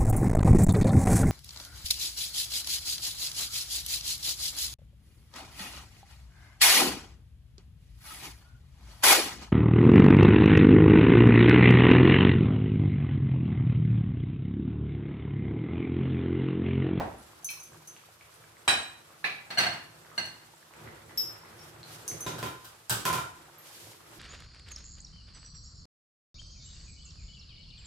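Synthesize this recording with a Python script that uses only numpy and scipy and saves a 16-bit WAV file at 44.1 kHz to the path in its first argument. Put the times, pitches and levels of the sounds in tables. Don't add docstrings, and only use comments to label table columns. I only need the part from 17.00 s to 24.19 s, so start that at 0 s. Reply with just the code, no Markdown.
import sys
import numpy as np
from scipy import signal
from scipy.fft import rfft, irfft, next_fast_len
from scipy.io import wavfile
from scipy.ndimage import uniform_filter1d

SR = 44100
rng = np.random.default_rng(int(sys.argv[2]) if len(sys.argv) > 2 else 0)


def generate_wav(sig):
    pcm = np.round(np.clip(np.atleast_2d(sig).T, -1, 1) * 32767).astype(np.int16)
    wavfile.write(sys.argv[1], SR, pcm)


def boost(x):
    u = np.asarray(x, float) / 20
    return 10 ** u


N = 317079


def curve(points, hz):
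    f, values = np.transpose(points)
    return np.interp(np.log(np.maximum(hz, 1)), np.log(f), values)


def shape(x, gain):
    n = next_fast_len(x.shape[-1])
    hz = np.arange(n // 2 + 1) * SR / n
    return irfft(rfft(x, n) * gain(hz), n)[..., :x.shape[-1]]


def unit(x):
    return x / np.sqrt(np.mean(x ** 2))


def pair(n):
    alike_hz = 525
    mid, side = rng.standard_normal((2, n))
    side = shape(side, lambda hz: 1 / np.sqrt(1 + (alike_hz / np.maximum(hz, 1)) ** 2.56))
    return mid + side * np.array([[1], [-1]])


def walk(rate):
    hold = int(SR / rate)
    steps = np.repeat(rng.standard_normal(N // hold + 1), hold)
    return 1.2 * uniform_filter1d(steps, hold)[:N]


def swells(rows, steady_db):
    t, power = np.arange(N) / SR, boost(steady_db) ** 2
    for s, length, db in rows:
        phase = np.pi * np.clip((t - s) / (2 * length), -.5, .5)
        power = power + (boost(db) * np.cos(phase) ** 2) ** 2
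    return np.sqrt(power)


def add(track, s, sound):
    i = int(s * SR)
    track[..., i:i + sound.shape[-1]] += sound[..., :N - i]


def ringing_modes(modes, flutter):
    hz, _, t60 = np.array(modes)[:, :, None]
    t = np.arange(SR * 3 // 4) / SR
    skew = np.pi / 4 * np.clip((hz / 600) ** 2, 0, 1) * (-1) ** np.arange(len(hz))[:, None]
    rings = np.array([np.sin(2 * np.pi * hz * t + ear * skew) for ear in (1, -1)])
    rings = rings * 1000. ** (-t / t60) * (1 - np.exp(-t / 0.0011))
    beats = unit(shape(rng.standard_normal(rings.shape), lambda f: 1 / (1 + (f / 70) ** 4)))
    depth = flutter * np.clip(0.047 / t60, 0, 1) * np.clip(t / 0.068, 0, 1)
    return rings * (1 + depth * beats)


def knock(colour, knock_s, tilt_db, centre_hz):
    t = np.arange(1024) / SR
    contact = np.zeros((2, 4096))
    contact[0, 1024:2048] = rng.standard_normal(1024) * np.exp(-t / knock_s)
    contact[1, 1068] = np.sqrt(knock_s * SR / 2)

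    def gain(f):
        return boost(curve(colour, f) + tilt_db * np.log2(np.maximum(f, 40) / centre_hz))

    return shape(contact, gain)[:, 980:]


def thing(blows, modes, colour, knock_s, flutter, ring_room_db, knock_room_db):
    hz, mode_db, _ = np.array(modes)[:, :, None]
    t = np.arange(SR * 3 // 4) / SR
    rings = ringing_modes(modes, flutter)
    centre_hz = np.exp(np.mean(np.log(hz)))
    near, walls = np.zeros((2, N)), np.zeros(N)
    for s, db, knock_db, tilt_db, pan_db in blows:
        weight = boost(mode_db + tilt_db * np.log2(hz / centre_hz))
        ring = np.sum(rings * weight, axis=1) / np.sqrt(np.sum(weight ** 2)) * boost(db - 6.0)
        crackle, clap = knock(colour, knock_s, tilt_db, centre_hz)
        size = boost(db + knock_db - 8) * np.sqrt(knock_s * SR / 2 / np.sum(clap ** 2))
        sides = boost(np.array([[pan_db], [-pan_db]]) / 2)
        add(near, s, ring * sides)
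        add(near, s - .001, crackle * size * sides)
        add(walls, s, ring[0] * np.exp(-t / 0.0099) * boost(ring_room_db + 3))
        add(walls, s - .001, clap * size * boost(knock_room_db))
    return near + signal.fftconvolve(walls[None], room(), axes=1)[:, :N]


# start in seconds, ring level in dB, knock against ring in dB,
# brightness tilt in dB per octave, lean to the left in dB.
BOARD_HITS = [(.004, -52.5, 38.5, 1.5, -1.8)]
# frequencies in Hz, relative levels in dB, t60 in seconds.
BOARD_MODES = [(130, 410, 640), (-3, -3, -3), (.2, .2, .2)]
# frequency in Hz, gain in dB.
BOARD_COLOUR = [(24, -37), (40, 13), (344, -0.5), (593, -0.5), (744, 1.5), (1230, -13), (1640, -15.5),
                (9000, -51), (11700, -77), (19800, -120)]


def board():
    return thing(BOARD_HITS, BOARD_MODES, BOARD_COLOUR, 0.0024, .3, ring_room_db=6, knock_room_db=8.5)


# start in seconds, ring level in dB, knock against ring in dB,
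# brightness tilt in dB per octave, lean to the left in dB.
BANGLE_HITS = [(.428, -48, -1, 2, -1.5), (.445, -22, -1.5, 5.5, 1.5), (.503, -27.5, 4, 13, 2.3),
               (.599, -37.5, -2, 1, 1.5), (.631, -35, -2, 5, 1.5), (.874, -34, -2.5, 3, 0.87),
               (5.079, -23, 2, 1, 0.2), (5.206, -24.5, -6, 5, -1.5), (5.28, -39, 14, -11, -1.5)]
# frequencies in Hz, relative levels in dB, t60 in seconds.
BANGLE_MODES = [(6120, 6200, 6270, 10420, 10510, 12650, 13700), (-5, -.6, -6, -6, -9, -9, -16),
                (.08, .3, .08, .08, .12, .05, .04)]
# frequency in Hz, gain in dB.
BANGLE_COLOUR = [(1760, -59), (3000, -16), (6130, 3.5), (7030, -1.5), (10600, -1), (15500, -11.5)]


def bangles():
    return thing(BANGLE_HITS, BANGLE_MODES, BANGLE_COLOUR, 0.0023, 0.96, ring_room_db=-2.0, knock_room_db=4.0)


# start in seconds, ring level in dB, knock against ring in dB,
# brightness tilt in dB per octave, lean to the left in dB.
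CUP_HITS = [(0.4871, -24.5, -18, -0.12, -2), (0.5037, -37, 4, -0.59, 13)]
# frequencies in Hz, relative levels in dB, t60 in seconds.
CUP_MODES = [(2336, 2557, 3150, 3623, 4172, 5400), (-1.5, -.6, -9, -14, -9, -1),
             (.1, .1, .08, .08, .25, .04)]
# frequency in Hz, gain in dB.
CUP_COLOUR = [(590, -47), (1000, -11), (3940, -16), (4280, -8), (4550, -15), (6000, 1), (7800, -35),
              (13200, -120)]


def cup():
    return thing(CUP_HITS, CUP_MODES, CUP_COLOUR, 0.0015, 0.3, ring_room_db=0.5, knock_room_db=10)


# start in seconds, ring level in dB, knock against ring in dB,
# brightness tilt in dB per octave, lean to the left in dB.
BOWL_HITS = [(1.678, -6, -4, -0.12, -2.5)]
# frequencies in Hz, relative levels in dB, t60 in seconds.
BOWL_MODES = [(812, 1434, 1545, 1625, 1912, 2437, 3120, 3908, 5185, 8120, 9911, 11340, 13330),
              (-3, -9, -8, -3, -8, 1, 0, -2.5, -17, -4, -12, -24, -24),
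              (.06, .06, .15, .06, .06, .06, .04, .45, .4, .12, .12, .1, .08)]
# frequency in Hz, gain in dB.
BOWL_COLOUR = [(24, -48), (40, -14), (496, -16.5), (686, -8), (3650, -17.5), (4030, -13.5), (4920, -22),
               (8310, -25), (13700, -40), (15500, -64)]


def bowl():
    return thing(BOWL_HITS, BOWL_MODES, BOWL_COLOUR, 0.003, 0.26, ring_room_db=2.5, knock_room_db=9.0)


# start in seconds, ring level in dB, knock against ring in dB,
# brightness tilt in dB per octave, lean to the left in dB.
DISH_HITS = [(2.242, -11, -6.5, -0.1, -2.1)]
# frequencies in Hz, relative levels in dB, t60 in seconds.
DISH_MODES = [(818, 1722, 1785, 2040, 2294, 2440, 2617, 3930, 4215, 9695),
              (-12, 1.5, -.6, -3, -4, -3, -3, -10, -11, -28),
              (.08, .07, .06, .06, .05, .04, .05, .2, .04, .15)]
# frequency in Hz, gain in dB.
DISH_COLOUR = [(35, -49), (60, -11.5), (849, -8), (1150, -3), (2360, -3), (4030, -10), (8870, -32),
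               (9970, -28), (15500, -36)]


def dish():
    return thing(DISH_HITS, DISH_MODES, DISH_COLOUR, 0.00063, 0.33, ring_room_db=4.5, knock_room_db=13.5)


# start in seconds, ring level in dB, knock against ring in dB,
# brightness tilt in dB per octave, lean to the left in dB.
BASIN_HITS = [(2.504, -28, -2, 2, 1), (2.573, -15, -25, -2.5, 1.3), (2.582, -9, -10, 2.5, 0.51),
              (2.597, -19, -3, 3, .6), (2.631, -29, 6.5, 2, 1.1), (2.664, -15.5, -43, -2, -1.4),
              (2.69, -48, 6, 2, .6), (2.722, -36.5, 2.5, 2, .6), (3.178, -14.5, -13.5, 1, 0.52),
              (3.251, -28, -15, 5, 1.5)]
# frequencies in Hz, relative levels in dB, t60 in seconds.
BASIN_MODES = [(705, 1546, 1630, 2080, 2830, 2900, 4303, 4370, 5001, 6010, 8040, 9308, 10000, 12130),
               (-4, -4, -2, -4, -2, -3, -1, -1, -16, -9, -13, -22, -21, -23),
               (.08, .12, .14, .1, .1, .06, .2, .07, .1, .11, .06, .06, .06, .06)]
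# frequency in Hz, gain in dB.
BASIN_COLOUR = [(24, -53), (40, -44), (117, 12.5), (484, -3.5), (704, 4), (1410, -1.5), (1560, 2.5),
                (4350, -11.5), (6640, -26), (15500, -36)]


def basin():
    return thing(BASIN_HITS, BASIN_MODES, BASIN_COLOUR, 0.0041, 0.17, ring_room_db=0.0, knock_room_db=13)


# start in seconds, ring level in dB, knock against ring in dB,
# brightness tilt in dB per octave, lean to the left in dB.
GLASS_HITS = [(4.175, -16, -9.5, -0.3, 1)]
# frequencies in Hz, relative levels in dB, t60 in seconds.
GLASS_MODES = [(5183, 5430, 5610, 12768), (-.6, -4, -6, -2.5), (.33, .05, .12, .27)]
# frequency in Hz, gain in dB.
GLASS_COLOUR = [(1500, -13), (3000, -5), (6000, -2), (9000, -6), (10000, -12), (12000, 5), (14000, -34)]


def glass():
    return thing(GLASS_HITS, GLASS_MODES, GLASS_COLOUR, .0012, 0.33, ring_room_db=4, knock_room_db=8.5)


# start in seconds, ring level in dB, knock against ring in dB,
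# brightness tilt in dB per octave, lean to the left in dB.
LID_HITS = [(5.265, -23, 1, 0.3, 0.29), (5.335, -29.5, 0.5, -2.5, .3), (5.428, -23.5, 2, 0.2, -1.3),
            (5.46, -25, -8.5, 10.5, .6), (6.053, -17, 2, 2.6, -1.4), (6.075, -15, -24, 3, 0.36),
            (6.098, -15, -20, 2.5, 0.19), (6.129, -18, -0.5, 2, -2), (6.155, -19.5, -21, 6.5, 0.6),
            (6.18, -19.5, -14, 4, 0.73)]
# frequencies in Hz, relative levels in dB, t60 in seconds.
LID_MODES = [(120, 148, 330, 660, 750, 1026, 1042, 1280, 1340, 1385, 2350, 3165, 3760),
             (-2, -2, -6, -5, -6, 0, -6, -8, -5, -5, -15, -20, -20),
             (.12, .12, .08, .08, .06, .4, .06, .05, .06, .06, .04, .05, .03)]
# frequency in Hz, gain in dB.
LID_COLOUR = [(40, -42), (130, -1), (400, 3.5), (900, -6), (2000, -7.5), (4000, -13.5), (8000, -18.5),
              (12000, -20), (15500, -26.5)]


def lid():
    return thing(LID_HITS, LID_MODES, LID_COLOUR, 0.0029, 1.0, ring_room_db=3.5, knock_room_db=8.5)


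# start in seconds, ring level in dB, knock against ring in dB,
# brightness tilt in dB per octave, lean to the left in dB.
RIM_HITS = [(5.383, -31, .6, 0, -1.5), (5.645, -38, .6, 2, 1.5), (5.897, -18, 1.8, 3, 0.9),
            (5.913, -23, 0.68, -1.1, 0.15)]
# frequencies in Hz, relative levels in dB, t60 in seconds.
RIM_MODES = [(118, 1560, 3180, 4100, 5030, 6590, 7720, 8230, 10600, 12100),
             (-.5, -3, -9, -9, -9, -14, -9, -11, -13, -9),
             (.18, .15, .07, .1, .08, .08, .08, .08, .08, .12)]
# frequency in Hz, gain in dB.
RIM_COLOUR = [(40, -28), (120, -1.5), (600, -8), (1500, -4), (1900, -18), (3000, -11), (8000, -20.5),
              (15500, -21.5)]


def rim():
    return thing(RIM_HITS, RIM_MODES, RIM_COLOUR, 0.0017, 0.17, ring_room_db=-4.0, knock_room_db=14)


def ping(t, db, hz, cycles):
    return boost(db) * np.sin(2 * np.pi * hz * t) * np.exp(-t * hz / cycles)


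# start in seconds,
# level in dB, frequency in Hz, decay to 1/e in cycles.
TICK_PINGS = [(.183, -52, 10460, 46), (0.965, -35, 2700, 1.1), (1.211, -41.5, 2310, 3.2),
              (1.342, -40, 9300, 2.6), (1.438, -49, 2280, 4), (3.086, -46, 1510, 2),
              (3.116, -41.5, 1210, 3.7), (3.71, -42, 1010, 1.3), (3.738, -39, 2330, 1.2),
              (3.875, -40, 1990, 4.4), (4.095, -45, 1990, 4.5), (4.831, -35, 4220, 5.1),
              (5.115, -36, 2140, 2.5), (4.591, -48, 5480, 56), (5.267, -31.5, 3790, 12),
              (5.267, -44, 7260, 45), (5.896, -16, 7950, 5.8), (6.129, -40, 6060, 2),
              (6.583, -46, 12500, 82)]


def ticks():
    t, dry, pops = np.arange(2000) / SR, np.zeros(N), np.zeros(N)
    for s, db, hz, cycles in TICK_PINGS:
        add(dry, s, ping(t, db, hz, cycles))
    for when, pitch, size in rng.random((120, 3)):
        add(pops, when * (N - len(t)) / SR, ping(t, -52.5 + 7.3 * size, 700 * 2 ** (1.6 * pitch), 3))
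    spits = (rng.random(N) < 14 / SR) * boost(-32 + 2 * rng.standard_normal(N))
    spray = shape(spits, lambda f: 1 / (1 + ((f - 7700) / 900) ** 4))
    echoes = signal.fftconvolve((dry + spray)[None], room(), axes=1)[:, :N]
    return dry + spray + pops + boost(3.0) * echoes


# time in seconds, drive in dB over the quiet boil.
BOIL_DRIVE = [(0, 0.5), (1.0, -3), (3.1, 1), (3.5, -2), (3.7, -3.5), (3.87, 13), (4.0, 4), (4.3, 8.5),
              (4.42, 3.5), (4.5, 6.5), (4.86, 6), (5.24, 11), (5.6, 0.5), (5.85, -4.5), (6.4, 1.5),
              (6.6, -1), (7.0, -1), (7.19, 5.5)]


def boil():
    return np.interp(np.arange(N) / SR, *np.transpose(BOIL_DRIVE))


# centre in Hz, full width at half amplitude in Hz, relative level in dB.
POT_RESONANCES = [(80, 54, -7.5), (112, 19, -3.5), (155.8, 24, -3.5), (223, 40, -10.5), (337.3, 59, -5),
                  (450, 300, -4.5)]
# middle in seconds, half length in seconds, level in dB.
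POT_SWELLS = [(.74, 0.11, -57.5), (5.14, 0.062, -43.5), (6.87, 0.18, -59)]


def rumble(boil_db):
    bands = 0
    for hz, width, db in POT_RESONANCES:
        band = shape(pair(N), lambda f: 1 / (1 + (2 * (f - hz) / width) ** 2))
        bands = bands + boost(db + 2.0 * walk(6)) * unit(band)
    return unit(bands) * swells(POT_SWELLS, -61.5 + boil_db)


# frequency in Hz, gain in dB.
SIMMER_COLOUR = [(250, -22.5), (400, -2), (800, 0.5), (1400, 0), (2200, -7), (4000, -15), (7000, -33)]


def simmer(boil_db):
    patter = boost(1.5 * walk(40)) * shape(pair(N), lambda f: boost(curve(SIMMER_COLOUR, f)))
    return unit(patter) * boost(-58.5 + 0.64 * boil_db)


# frequency in Hz, gain in dB.
HISS_COLOUR = [(1500, 6.5), (3000, 10.5), (5000, 10.5), (7600, 8), (10000, 8), (13000, 6.5), (16000, -4.5)]
# middle in seconds, half length in seconds, level in dB.
CLOTH_RUSTLES = [(3.88, 0.051, -63), (4.65, 0.12, -55.5), (4.94, 0.11, -48), (5.22, 0.48, -53.5),
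                 (6.75, 0.22, -51), (6.86, 0.2, -52), (7.15, 0.095, -55)]


def hiss(boil_db):
    noise = boost(1.23 * walk(60)) * shape(pair(N), lambda f: boost(curve(HISS_COLOUR, f)))
    return unit(noise) * swells(CLOTH_RUSTLES, -59.5 + 0.04 * boil_db)


def stove():
    boil_db = boil()
    return rumble(boil_db) + simmer(boil_db) + hiss(boil_db)


# octave centre in Hz, t60 in seconds.
ROOM_DECAY = [(60, 0.84), (125, 0.44), (250, 0.54), (500, 0.44), (1000, 0.5), (2000, 0.49), (4000, 0.43),
              (8000, 0.45), (16000, 0.28)]


def room():
    t, echoes = np.arange(SR * 3 // 4) / SR, 0
    noise = pair(len(t))
    for hz, t60 in ROOM_DECAY:
        octave = shape(noise, lambda f: np.clip(1 - np.abs(np.log2(np.maximum(f, 1) / hz)), 0, 1))
        echoes = echoes + octave * 1000. ** (-t / t60) / np.sqrt(t60)
    echoes = echoes * np.clip((t - .0015) / 0.0038, 0, 1)
    return echoes / np.sqrt(np.mean(np.sum(echoes ** 2, axis=1)))


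def scene():
    bowls = cup() + bowl() + dish() + basin() + glass()
    return board() + bangles() + bowls + lid() + rim() + ticks() + stove()


def low_pass(x):
    return signal.sosfilt(signal.butter(12, 16470, fs=SR, output="sos"), x)


def record(dry):
    heard = shape(dry, lambda hz: 1 / np.sqrt(1 + (60 / np.maximum(hz, 1)) ** 6 + (hz / 15100) ** 40))
    mix = heard * boost(np.array([[-.4], [.4]]))
    return low_pass(mix)


dry = scene()
out = record(dry)
generate_wav(out)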